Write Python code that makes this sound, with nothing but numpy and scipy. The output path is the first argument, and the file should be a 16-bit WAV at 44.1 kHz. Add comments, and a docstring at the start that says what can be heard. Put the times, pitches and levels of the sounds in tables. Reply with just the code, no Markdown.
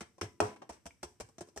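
"""Patting out dough

Two hands pat a round of dough on a floured wooden table, close up in a small kitchen. Each pat is
a shower of tiny skin contacts with a crackle of flour; trapped air adds a hollow knock, and a low
thump rises in pitch as the dough is squeezed. One full-palm slap sets table and room ringing, a
small bubble bursts, and the room answers every blow."""
import sys
import numpy as np
from scipy import signal
from scipy.fft import rfft, irfft
from scipy.io import wavfile

SR = 44100
rng = np.random.default_rng(int(sys.argv[2]) if len(sys.argv) > 2 else 0)


def generate_wav(signal):
    """Clip the signal to [-1, 1] and save it as 16-bit WAV at the path in sys.argv[1]."""
    frames = np.transpose(np.atleast_2d(signal))
    scaled = np.clip(frames, -1, 1) * 32767
    pcm = np.round(scaled).astype(np.int16)
    wavfile.write(sys.argv[1], SR, pcm)


N = 70560
T = np.arange(N) / SR


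# Edges of a contact's four registers (body, knock, smack, flour crackle): edge_hz
REGISTER_EDGES = [170, 520, 1050, 3300, 14000]
# How long each register hangs on: fade_ratio
REGISTER_LINGER = [1, 1.32, 1.21, 0.89]
# Scatter of each register's clicks between left and right: spread_s
REGISTER_SPREAD = [0.00029, 0.0003, 0.00013, 0.000034]

def contact(fade_s, levels_db, clicks_per_s=4500, size_spread_db=2, attack_s=.00028, left_lag_s=.00006):
    """Skin meets floury dough in a dying shower of tiny clicks from all over the hand."""
    t, out = T[:SR // 8], 0
    registers = zip(REGISTER_EDGES, REGISTER_EDGES[1:], REGISTER_LINGER, REGISTER_SPREAD, levels_db)
    for low, high, linger, spread_s, db in registers:
        sizes = from_db(size_spread_db * np.minimum(rng.exponential(1, len(t)), 3))
        sizes *= rng.choice([-1, 1], len(t))
        hits = rng.random(len(t)) < clicks_per_s / SR
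        attack = 1 - np.exp(-t / attack_s)
        release = np.exp(-(t / (fade_s * linger)) ** 1.39)  # holds a little, then drops away
        right = sizes * hits * attack * release
        arrival = np.rint((t + left_lag_s + spread_s * rng.standard_normal(len(t))) * SR).astype(int)
        left = np.bincount(np.clip(arrival, 0, len(t) - 1), right, len(t))
        out += np.array([at_level(band(clicks + 1e-18, low, high), db) for clicks in (left, right)])
    return out


# Fingers landing: start_s, fade_s, body_db, knock_db, smack_db, crackle_db
FINGER_PATS = [(.007, 0.015, -51.5, -51, -46, -50), (0.181, 0.0091, -63, -60, -72.5, -69.5),
               (0.2119, 0.0073, -48.5, -53.5, -38.5, -44), (0.228, 0.022, -47.5, -52.5, -51, -51.5),
               (0.4029, 0.004, -41, -34.5, -39.5, -39.5), (.421, 0.067, -45.5, -42.5, -46, -48),
               (0.5611, 0.0068, -68.5, -61.5, -61, -72), (0.618, 0.014, -55, -50.5, -59, -69.5),
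               (0.6918, 0.0076, -51, -63, -56, -59), (.696, 0.01, -53, -47, -58.5, -52),
               (0.722, 0.035, -60, -66, -60.5, -59.5), (.856, 0.014, -51.5, -54, -57.5, -55),
               (0.8645, 0.0028, -62, -58.5, -54, -50), (1.029, 0.012, -51, -45, -50, -44),
               (1.1999, 0.014, -50, -58, -51.5, -50), (1.2069, 0.0056, -56.5, -49.5, -59, -49),
               (1.3818, 0.0075, -54.5, -61, -59.5, -56), (1.4074, 0.012, -53.5, -52, -55, -51),
               (1.561, 0.014, -52.5, -51.5, -65, -53.5), (1.574, 0.0052, -66, -51, -53.5, -46)]
# Fingertips shifting: start_s, base_level_db
FINGER_SHIFTS = [(1.288, -69), (1.473, -73), (1.486, -68)]
# Tone of a shift, added to its base level: body_db, knock_db, smack_db, crackle_db
SHIFT_TONE = [3, 1, -7.5, 2]

def fingers(shift_fade_s=.0082):
    """Fingers pat the dough and brush it lightly between pats."""
    out = np.zeros((2, N))
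    for start_s, fade_s, *levels_db in FINGER_PATS:
        add(out, start_s, contact(fade_s, levels_db))
    for start_s, db in FINGER_SHIFTS:
        add(out, start_s, contact(shift_fade_s, db + np.array(SHIFT_TONE)))
    return out


# Air under the whole palm, ahead of the band-pass: pitch_hz, level_db, t60_s
PALM_MODES = [(400, -31.5, .028), (660, -31, .014), (860, -34, .014), (1320, -36.5, .016), (2500, -39, .02)]

def palm_slap(start_s):
    """The flat palm squeezes out the air in one sharp clap."""
    out = np.zeros(N)
    clap = -sum(ring(*mode) for mode in PALM_MODES)
    add(out, start_s, band(clap, low_hz=520, high_hz=3540))
    return out


# Air trapped under the hand: start_s, pitch_hz, level_db, t60_s
AIR_POCKETS = [(.011, 203, -51.5, 0.075), (.011, 337, -55.5, 0.13), (.215, 363, -43.5, 0.026),
               (0.229, 328, -46, 0.065), (.214, 1050, -51, .05), (0.4154, 336, -35, 0.074),
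               (.695, 670, -48.5, 0.021), (.860, 684.5, -51.5, 0.072), (1.034, 352, -49, 0.07),
               (1.032, 1414, -55, 0.048), (1.205, 589, -47.5, 0.035), (1.203, 954, -53.5, 0.064),
               (1.383, 684, -54.5, 0.053), (1.409, 352.4, -48.5, 0.073), (1.41, 699, -50.5, 0.077),
               (1.413, 185, -52, 0.048), (1.562, 620, -55.5, 0.014), (1.573, 403, -50, 0.078),
               (1.575, 1756, -53.5, 0.03)]

def air_pockets():
    """Each pocket of air rings with a short, hollow knock."""
    out = np.zeros(N)
    for start_s, hz, db, t60 in AIR_POCKETS:
        add(out, start_s, band(ring(hz, db, t60), hz / 2, hz * 2))
    return out


# The hand's weight sinking in: start_s, level_db, pitch_at_peak_hz, time_to_peak_s
DOUGH_THUMPS = [(.006, -59.5, 78, 0.024), (0.212, -41, 98.5, 0.031), (0.406, -37, 101.4, 0.036),
                (0.694, -58, 67.4, 0.021), (0.854, -56, 68, 0.021), (1.026, -55.5, 70.2, 0.029),
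                (1.198, -55, 56.3, 0.022), (1.232, -54.5, 108.7, 0.013), (1.381, -60.5, 93.7, 0.032),
                (1.563, -55.5, 77, 0.03)]

def dough_thumps(rise_hz_per_s=670, width_ratio=.53, ragged_db=-12, ragged_hz=(44.7, 180)):
    """The dough stiffens under the hand, so the thump swells and rises in pitch; it gives way unevenly."""
    out, t = np.zeros(N), T[:SR // 5]
    for start_s, db, hz, peak_s in DOUGH_THUMPS:
        swell = np.exp(-.5 * ((t - peak_s) / (width_ratio * peak_s)) ** 2)
        cycles = np.cumsum(hz + rise_hz_per_s * (t - peak_s)) / SR
        thump = swell * np.sin(2 * np.pi * cycles)
        ragged = band(rng.standard_normal(len(t)) * t * np.exp(-(t / peak_s) ** 2), *ragged_hz)
        add(out, start_s, at_level(thump, db) + at_level(ragged, db + ragged_db))
    return out


# Resonances of table and room, before each blow's gain: pitch_hz, level_db, t60_s
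LOW_MODES = [(102, -54.5, 0.14), (209.2, -50, 0.39), (283, -48, 0.12), (422, -31, 0.16), (506, -43.5, 0.13),
             (705, -40.5, 0.17), (994, -46.5, 0.33)]
# Blows that set them ringing: start_s, gain_db
RINGING_BLOWS = [(.212, -18), (0.4022, -0.5), (1.03, -27), (1.41, -29)]

def table_and_room_ring(build_s=.089):
    """Low resonances of table and room swell just after a blow, then die away."""
    out = np.zeros(N)
    swell = 1 - np.exp(-T[:SR // 2] / build_s)
    modes = sum((-1) ** k * at_level(swell * ring(hz, db, t60), db)
                for k, (hz, db, t60) in enumerate(LOW_MODES))
    for start_s, gain_db in RINGING_BLOWS:
        add(out, start_s, from_db(gain_db) * modes)
    return out


def table_shudder(start_s, range_hz=(490, 1100), level_db=-30, build_s=.011, t60_s=.18):
    """The table's crowded upper modes blur into noise, partly out of phase between left and right."""
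    out, t = np.zeros((2, N)), T[:SR // 3]
    envelope = (1 - np.exp(-t / build_s)) * from_db(-60 * t / t60_s)
    left, right, opposed = rng.standard_normal((3, len(t)))
    for channel, noise in zip(out, (left + opposed, right - opposed)):
        add(channel, start_s, at_level(band(noise * envelope, *range_hz), level_db))
    return out


def bubble(start_s):
    """A small bubble in the dough bursts with a faint, high tick."""
    out = np.zeros(N)
    add(out, start_s, ring(hz=2300, db=-60, t60_s=.018))
    return out


# The kitchen's reverb: frequency_hz, tail_t60_s, tail_db, early_reflections_db
KITCHEN_REVERB = [(90, 0.38, -13.5, -18), (177, 0.33, -20.5, -8), (295, 0.72, -11, -21.5),
                  (670, 0.24, -18, -11), (1393, 0.23, -12.5, -10), (2900, 0.26, -11, -3.5),
                  (7080, 0.32, -14, -1.5), (12800, 0.43, -12.5, -9.5)]

def kitchen(send, predelay_s=.003, build_s=.015, early_t60_s=.055, centred_below_hz=441):
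    """Near reflections and a late tail die band by band, centred in the bass and wide above."""
    t, response = T[:SR // 2], 0
    edges_hz = np.geomspace(50, 16000, 13)
    age = np.maximum(t - predelay_s, 0)
    for low, high in zip(edges_hz, edges_hz[1:]):
        hz = np.sqrt(low * high)
        t60, tail_db, early_db = at_hz(KITCHEN_REVERB, hz)
        tail = (1 - np.exp(-age / build_s)) * from_db(-60 * age / t60)
        early = (age > 0) * from_db(-60 * age / early_t60_s)
        envelope = np.hypot(from_db(tail_db) * tail / np.linalg.norm(tail),
                            from_db(early_db) * early / np.linalg.norm(early))
        alike = 1 / (1 + (hz / centred_below_hz) ** 2)
        mid, side = rng.standard_normal((2, len(t)))
        stereo = np.sqrt((1 + alike) / 2) * mid + np.sqrt((1 - alike) / 2) * side * [[1], [-1]]
        response += band(envelope * stereo, low, high)
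    return signal.fftconvolve(send[None], response, axes=1)[:, :N]


# Colour of the room tone: frequency_hz, relative_db
ROOM_TONE = [(50, -15), (110, 8), (300, -15), (1000, -15), (3000, -14), (8000, -21), (15000, -13.5)]

def room_tone(level_db=-71):
    """Faint, steady air of the room, half shared between the two sides."""
    white = rng.standard_normal((3, N))
    colour = from_db(at_hz(ROOM_TONE, np.fft.rfftfreq(N, 1 / SR))[0])
    noise = irfft(rfft(white[:2] + white[2]) * colour, N)
    return from_db(level_db) * noise / noise.std()


def from_db(db):
    """Decibels to gain."""
    return 10 ** (np.asarray(db) / 20)


def at_level(x, db):
    """Scale a short sound so that its energy equals that level held for 20 ms."""
    return from_db(db) * x / np.sqrt(np.sum(x ** 2) / (SR / 50) + 1e-20)


def add(out, start_s, x):
    """Mix a short sound in at its start time."""
    i = int(np.clip(start_s * SR, 0, N - 1))
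    out[..., i:i + x.shape[-1]] += x[..., :N - i]


def band(x, low_hz, high_hz):
    """Gentle band-pass."""
    sos = signal.butter(2, [low_hz, min(high_hz, SR * .45)], "band", fs=SR, output="sos")
    return signal.sosfilt(sos, x)


def at_hz(rows, hz):
    """Read a table's columns at a pitch, along a log-frequency axis."""
    knots, *columns = np.transpose(rows)
    return [np.interp(np.log(hz + 1), np.log(knots), column) for column in columns]


def ring(hz, db, t60_s):
    """One struck mode: a dying sine."""
    t = T[:SR // 2]
    return at_level(np.sin(2 * np.pi * hz * t) * from_db(-60 * t / t60_s), db)


def bell_eq(x, rows):
    """A chain of bell boosts and cuts."""
    for hz, db, width_hz in rows:
        angle, gain = 2 * np.pi * hz / SR, from_db(db / 2)
        width = np.sin(angle) * width_hz / (2 * hz)
        feedforward = [1 + width * gain, -2 * np.cos(angle), 1 - width * gain]
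        feedback = [1 + width / gain, -2 * np.cos(angle), 1 - width / gain]
        x = signal.lfilter(feedforward, feedback, x)
    return x


def scene(slap_s=.4028, air_send_db=-5, ringing_send_db=-10):
    """Hands, dough and table straight ahead, with the room around them."""
    close = fingers() + palm_slap(slap_s) + bubble(start_s=.9075)
    air, weight, ringing = air_pockets(), dough_thumps(), table_and_room_ring()
    send = close[1] + weight + from_db(air_send_db) * air + from_db(ringing_send_db) * ringing
    return close + air + weight + ringing + table_shudder(slap_s) + kitchen(send) + room_tone()


# Resonances of each microphone port: centre_hz, gain_db, width_hz
LEFT_PORT_EQ = [(5777, 14, 1720), (3480, -6, 2230), (12180, -17, 17800)]
RIGHT_PORT_EQ = [(8110, 15.5, 2650), (3670, -9.5, 4760), (12700, -15.5, 14900), (2607, 3, 1800)]

def record(dry):
    """Each port colours its own channel, and a steep low-pass cuts the very top."""
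    coloured = np.array([bell_eq(dry[0], LEFT_PORT_EQ), bell_eq(dry[1], RIGHT_PORT_EQ)])
    top_cut = signal.cheby2(12, 60, 15350, fs=SR, output="sos")  # 60 dB down from 15350 Hz
    return signal.sosfilt(top_cut, coloured)


dry = scene()
out = record(dry)
generate_wav(out)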